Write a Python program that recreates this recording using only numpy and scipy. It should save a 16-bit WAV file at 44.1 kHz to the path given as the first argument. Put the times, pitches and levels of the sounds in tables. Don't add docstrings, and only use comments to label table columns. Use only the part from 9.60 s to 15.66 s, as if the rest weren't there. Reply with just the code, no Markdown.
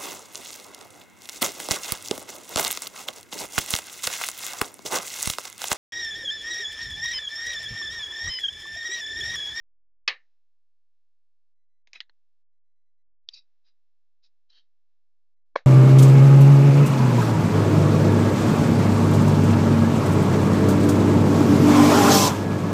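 import sys
import numpy as np
from scipy import signal
from scipy.fft import rfft, irfft
from scipy.io import wavfile
from scipy.ndimage import uniform_filter1d

SR = 44100
rng = np.random.default_rng(int(sys.argv[2]) if len(sys.argv) > 2 else 0)


def generate_wav(signal):
    frames = np.transpose(np.atleast_2d(signal))
    scaled = np.clip(frames, -1, 1) * 32767
    pcm = np.round(scaled).astype(np.int16)
    wavfile.write(sys.argv[1], SR, pcm)


def level_to_linear(level):
    exponent = np.asarray(level, float) / 20
    return 10 ** exponent


N = 267246
LEAD = 350
PHONE_HZ = 16000

# start_s, peak_db, grip_ms (until hand or ground chokes the ring), echo_db, echo_length (factor)
BLOWS = [(0.4783, -9.5, 15, -12, 0.67), (0.4852, -18.5, 15, -8, 0.94), (2.2737, -47, 1.3, -5.5, 0.4),
         (2.3328, -32, 3, -6, 0.59), (2.4047, -20, 0.79, -2.5, 0.18), (2.4114, -32.5, 7, -9.5, 0.67),
         (2.4967, -48.5, 7.89, -7, 0.22), (3.6893, -22.5, 0.54, -12, 0.19), (3.739, -40.5, 2.8, 0, 0.78),
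         (4.905, -53.5, 9.16, -14, 0.69), (5.9572, -19.5, 1.5996, -9.5, .4),
         (5.9601, -9.5, 8.7, -24.5, 0.23)]
# start_s, stop_s
IDLE_SPANS = [
    (1.95, 2.23),
    (2.885, 2.99),
    (3.04, 3.43),
    (3.615, 3.65),
    (5.76, 5.84),
]


def evened(x):
    return x / np.sqrt(np.mean(x ** 2) + 1e-30)


def read(points, hz):
    f, value = np.transpose(points)
    return np.interp(np.log(hz + 1), np.log(f + 1), value)


def coloured(x, points):
    gain = level_to_linear(read(points, np.fft.rfftfreq(len(x), 1 / SR)))
    return irfft(rfft(x) * gain, len(x))


def add(mix, s, sound):
    part = mix[round(s * SR):][:len(sound)]
    part += sound[:len(part)]


def during(spans, edge_s):
    t = np.arange(N) / SR
    half = edge_s / 2
    gain = np.zeros(N)
    for start, stop in spans:
        gain += np.interp(t, [start - half, start + half, stop - half, stop + half], [0, 1, 1, 0])
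    return gain


def struck(body, rise_ms, grip_ms, blur=1, size=4096):
    hz, width_hz, level_db = np.transpose(body)[:, :, None]
    ms = 1000 * (np.arange(size) - LEAD) / SR
    swell = 1 / (1 + np.exp(-ms / rise_ms))
    after_ms = rise_ms * np.logaddexp(0, ms / rise_ms)
    dying = np.exp(-np.pi * blur * width_hz * after_ms / 1000 - (after_ms / grip_ms) ** 2)
    sines = np.sin(2 * np.pi * (hz * ms / 1000 + rng.random(hz.shape)))
    return swell * (level_to_linear(level_db) * width_hz * dying * sines).sum(0)


def yard(bright_db, slow, decays=None):
    # hz, t60_s
    yard_decays = [(120, 0.35), (340, 0.12), (960, 0.18), (1400, 0.026), (1800, 0.19), (2300, 0.071),
                   (3800, 0.15), (5400, 0.067), (7500, 0.19)]
    if decays is None:
        decays = yard_decays
    hz, t, z = signal.stft(rng.standard_normal(SR // 2), SR, nperseg=128)
    hz = hz[:, None]
    level_db = -60 * t / (slow * read(decays, hz)) + bright_db * np.log2((hz + 200) / 2000)
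    tail = signal.istft(z * level_to_linear(level_db), SR, nperseg=128)[1]
    tail = tail * np.linspace(1, 0, len(tail))
    return tail / np.linalg.norm(tail)


def ripple():
    # start_s, stop_s
    still = [
        (.02, .435),
        (3.454, 3.55),
    ]
    wave = 1 - np.cos(2 * np.pi * np.arange(N) / 1024)
    return 1.4 * wave * during(still, .004)


def knocks():
    # hz, width_hz, level_db; first the full clear ring
    clink = [(523.9, 23, -17.5), (1184.7, 60, -9.5), (1797, 50, -7), (886, 29, -21), (2410, 30, -3),
             (2575.8, 47, -1), (2755, 49, -8.5), (3010, 48, -6.5), (3020, 30, -12), (3340, 48, -5.5),
             (3650, 40, -4), (4037.4, 30, -2), (4180, 21, -5),
             (4454.7, 38, -4.5), (4737, 60.22, -9), (5070, 66, -10), (2158.9, 220, -10), (5250, 120, -11),
             (5470, 59.54, -13), (5943, 54, -19), (6190, 96, -22), (6477, 76, -24), (6920, 94, -23.5),
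             (7270, 90, -29.5)]
    tick = [(2200, 1100, 3.5), (3495, 1300, -3.5), (4900, 1300, -5), (6280, 1200, -8.5)]
    tap = [(2390, 360, 0), (3990, 580, -12), (5200, 2700, -9), (6270, 450, -19.5)]
    clack = [(1956.8, 600, -36), (3209, 970, 14), (5020, 96, 7)]
    bounce = [(1920, 76, 15), (2940, 1300, 6), (3707, 650, 8), (5700, 690, -11), (6754.7, 280, -12.5),
              (6980, 68, -33)]
    settle = [(1800, 980, -2), (2850, 960, -12), (4152.4, 340, 0), (925, 980, -16.5)]
    snap = [(450, 309.4, -38), (1436.5, 550, -39), (3520, 258.53, 0), (4520, 370, -6.5), (5300, 600, -15),
            (6538.5, 280, -31)]
    catch = [(2640, 110, -24), (4052, 120, -17.5), (4690, 120, 16.5), (5577, 90, -7)]
    nudge = [(3230, 300, -10), (4033, 160, 9), (4920, 260, 0.5), (5440, 300, -3.5)]
    thud = [(551, 79, -2), (1045.6, 200, -5), (1591.9, 300, -11.5), (2268.5, 120, -14.5), (3365, 91, -23.5),
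            (4189.7, 300, -28.5), (5514, 230, -33), (6295.1, 140, -49), (6813, 120, -54)]
    # hz, level_db
    light = [(200, -24), (600, -9), (1300, -1.5)]
    ring = clink
    bodies = ring, ring, tick, tap, clack, bounce, settle, snap, catch, nudge, thud, thud
    out = np.zeros(N)
    for (s, peak_db, grip_ms, echo_db, slow), body in zip(BLOWS, bodies):
        rise_ms, bright_db = .36, 0.0971
        if body is thud:
            rise_ms, bright_db = 0.43, 3
        if body is tap or body is clack:
            rise_ms = 0.19
        if body is catch or body is nudge:
            rise_ms, bright_db = 1.8, 3.5
        blow = struck(body, rise_ms, grip_ms)
        if body in (tick, tap, clack, bounce):
            blow = coloured(blow, light)
        blow *= level_to_linear(peak_db) / abs(blow).max()
        crack = struck(body, 0.071, 0.97, blur=3.4)
        echo = signal.fftconvolve(crack, yard(bright_db, slow))
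        if body in (clack, bounce):
            echo = coloured(np.pad(echo, (0, len(echo) % 2)), light)
        echo *= level_to_linear(echo_db) * np.linalg.norm(blow) / np.linalg.norm(echo)
        add(out, s - LEAD / SR, blow)
        add(out, s - LEAD / SR, echo)
    return out


def murmurs():
    # start_s, level_db
    onsets = [
        (.480, -28),
        (5.962, -42.5),
    ]
    # hz, level_db
    tones = [
        [(120, -74.5), (200, -44.5), (476, -14), (682, -23), (792, -12.5), (893, -25), (1020, -10.5),
         (1530, -17), (1780, -4), (3050, -6.5), (3430, -15.5), (3870, -7), (7150, -41), (9300, -72),
         (15700, -120)],
        [(120, -33.5), (200, -17), (353, -24.5), (469, -0.5), (703, -4.5), (920, -13.5), (1300, -11), (1750, 0),
         (1920, -6), (2360, -9), (3050, -19), (3990, -12), (7150, -30.5), (9300, -63), (15700, -120)],
    ]
    # hz, t60_s
    dampings = [
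        [(300, 0.16), (1000, 0.14), (1800, .2), (2300, .15), (3500, 0.1416), (5000, 0.15), (7000, .12)],
        [(300, 0.092), (1000, 0.13), (1800, 0.1), (3000, .12), (5000, 0.11), (7000, 0.11)],
    ]
    # hz, width_hz, level_db
    lasting_modes = [(529, 11, -9), (1766, 8.4, -4.5), (1738, 10, 0.5), (1954, 13, -4), (2260, 16, -6),
                     (3055, 16, -8), (3684, 14, -7.5), (5250, 15, -14)]
    out = np.zeros(N)
    for (s, level_db), tone, damping in zip(onsets, tones, dampings):
        tail = coloured(np.pad(yard(0, 1, damping), 2000), tone)[2000:-2000]
        tail *= 1 - np.exp(-np.arange(len(tail)) / 60)
        peak_rms = np.sqrt(uniform_filter1d(tail ** 2, size=400).max())
        add(out, s, level_to_linear(level_db) * tail / peak_rms)
    ring = struck(lasting_modes, .5, 120, size=9000)
    add(out, BLOWS[0][0] - LEAD / SR, level_to_linear(-30) * ring / abs(ring).max())
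    return out


def hiss():
    # hz, level_db
    air_tone = [(120, -29.5), (300, -6.5), (550, -3), (900, -5), (1800, -3.5), (3000, -6.5), (5000, -5.5),
                (7000, -13.5), (9000, -41.5)]
    # start_s, stop_s
    open_spans = [
        (0.478, 1.936),
        (2.275, 2.83),
        (3.673, 5.745),
        (5.855, 6.1),
    ]
    # start_s, level_db, t60_s
    stirs = [
        (.5, -77, .7),
        (1.33, -104, 0.8988),
        (2.29, -87.5, 1),
        (3.69, -93, 3.1),
        (4.64, -99, 1.1),
        (4.9, -98, 1.8),
        (5.29, -101, 0.5),
    ]
    # hz, level_db
    loop_lines = [(549.1, -115), (651.4, -115), (850.6, -114), (1798, -113), (2600, -115), (2751, -117),
                  (2848, -116), (3149, -117), (3548, -116), (4000, -113), (4199, -117), (4398, -118)]
    settled, edge_s, fresh_share = level_to_linear(-102.5), .03, .45
    t = np.arange(N) / SR

    turn, size = rng.standard_normal((2, SR // 100 + 1))
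    scrap = irfft(np.exp(9j * turn) * level_to_linear(2 * size), SR // 50)
    fresh = evened(coloured(rng.standard_normal(N), air_tone))
    loop = evened(coloured(np.resize(scrap, N), air_tone))
    loop = evened(loop + .12 * fresh)
    lines = np.zeros(N)
    for hz, level_db in loop_lines:
        lines += level_to_linear(level_db) * np.sin(2 * np.pi * 50 * round(hz / 50) * t)

    stirred = np.zeros(N)
    for s, level_db, t60 in stirs:
        dying_db = level_db - 60 * np.maximum(t - s, 0) / t60
        stirred += during([(s, N / SR + 1)], edge_s) * level_to_linear(dying_db)
    opened = during(open_spans, edge_s)
    looped = opened * (settled + (1 - fresh_share) * stirred)
    idle = level_to_linear(-114) * during(IDLE_SPANS, edge_s)
    return loop * (looped + idle) + lines * looped / settled + fresh_share * fresh * stirred * opened


def whine():
    t = np.arange(N) / SR
    tone = np.zeros(N)
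    for k in range(3):
        tone += level_to_linear(-6.5 * k) * np.sin(2 * np.pi * (k + 1) * PHONE_HZ / 8 * t)
    flutter_db = 2.7 * evened(uniform_filter1d(rng.standard_normal(N), size=1500))
    return tone * level_to_linear(-108 + flutter_db) * during(IDLE_SPANS, .01)


def pressure(touch, push, lift, touch_db, end_db):
    land_s, land_db, lift_db, lift_bend = .014, 20.5, 37.5, 0.93
    t = np.arange(-land_s, push + lift, 1 / SR)
    held_db = np.interp(t, [-land_s, 0, push], [touch_db - land_db, touch_db, end_db])
    lifted = np.clip((t - push) / lift, 0, 1) ** lift_bend
    return touch + t, held_db - lift_db * lifted


def slide(stroke, body, dust_db):
    # hz, level_db
    dust_tone = [(120, -56), (200, -15), (587, -15.5), (1510, -11), (2000, -10), (3430, -6), (3870, 9),
                 (4230, -21), (4850, -4.5), (7150, -22), (9300, -47), (15700, -120)]
    grains_per_s = 2500
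    t, now_db = pressure(*stroke)
    chance, _, sign, _, sand = rng.random((len(t), 5)).T
    grains = (chance < grains_per_s / SR) * np.sign(sign - .5)
    faces = signal.fftconvolve(grains, struck(body, 0.18, 6.7, blur=1.4))[LEAD:][:len(t)]
    crowding = uniform_filter1d(abs(grains), size=40)
    dust = coloured((sand - .5) * (1 + 4 * crowding), dust_tone)
    ringing = level_to_linear(.3 * (now_db - now_db.max()))
    rasp = evened(ringing * evened(faces) + level_to_linear(dust_db) * evened(dust))
    return t[0], rasp * level_to_linear(now_db) * signal.windows.tukey(len(t), .06)


def slides():
    # touch_s, push_s, lift_s, touch_db (pressure at touch), end_db (pressure at end of push)
    strokes = [
        (2.284, .004, 0.036, -75, -82.5),
        (2.345, 0.013469, 0.06366, -58, -46.5),
        (3.687, .048, .006, -73.5, -67.5),
        (3.742, 0.038, 0.081, -56, -54),
        (4.05, .032, 0.086, -81, -72),
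        (4.636, 0.029, 0.056, -71, -71),
        (4.901, .083, 0.098, -70.5, -63.5),
    ]
    sand_levels = [-3, -6, -7.5, -18.5, -4, -9.5, -5]
    # hz, width_hz, level_db
    drag = [(2111.9, 160, -5), (2520, 31, 1.5), (3282, 34, -10.5), (4000, 32, 0.5), (4200, 10, -7.5),
            (5160, 17, -9), (6210, 71, -37)]
    twist = [(2584.7, 130, -10.5), (3850, 27, 6.5), (4310, 19, 0.5), (4869, 43, -6.5), (4810, 90, 0),
             (5480, 74, -6), (6335, 23, -20)]
    shift = [(1770, 260, -6), (2450, 150, -8), (4070.1, 110, 10), (4837.3, 100, 12.5), (5530, 330, -7)]
    rub = [(2497.8, 410, -10.5), (4000, 380, 4.5), (4907, 220, 5.5), (5350, 300, -3), (6600, 400, -12.5)]
    grind = [(1774.5, 260, -14), (3167.9, 170, 0), (4260.8, 300, -4), (3650, 300, -13), (4621.8, 300, -9),
             (5200, 340, -11), (5700, 300, -18.5)]
    out = np.zeros(N)
    for stroke, body, dust_db in zip(strokes, (drag, drag, twist, twist, shift, rub, grind), sand_levels):
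        add(out, *slide(stroke, body, dust_db))
    return out + level_to_linear(-13.5) * signal.fftconvolve(out, yard(0.12, 0.74))[:N]


def scene():
    rasps = slides()
    return np.tile(knocks() + murmurs() + rasps + hiss() + whine(), (2, 1))


def band_limit(x):
    return signal.sosfilt(signal.butter(12, 9700, fs=SR, output="sos"), x)


def record(dry):
    hz = np.fft.rfftfreq(N, 1 / SR)
    overloaded = 0.44 * np.tanh(dry / 0.44)
    phone_band = [(40, -15.5), (150, -8.0), (300, 1.5), (6500, 1), (7200, -4.5), (7600, -13), (8000, -54.5)]
    band = irfft(rfft(overloaded) * level_to_linear(read(phone_band, hz)), N)
    mirror = band * np.cos(2 * np.pi * PHONE_HZ * np.arange(N) / SR)
    image_band = [(7900, -90), (8400, -8), (9000, -12.5), (9600, -21), (10200, -53), (16000, -78.5),
                  (17000, -120)]
    wide = band + irfft(rfft(mirror) * level_to_linear(read(image_band, hz)), N)
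    wide += level_to_linear(-21.5) * np.diff(band, prepend=0) * [[1], [-1]]
    step, offset_steps = 2 ** -15, 45.3
    return band_limit(step * np.round(wide / step + offset_steps + ripple()))


dry = scene()
out = record(dry)
generate_wav(out)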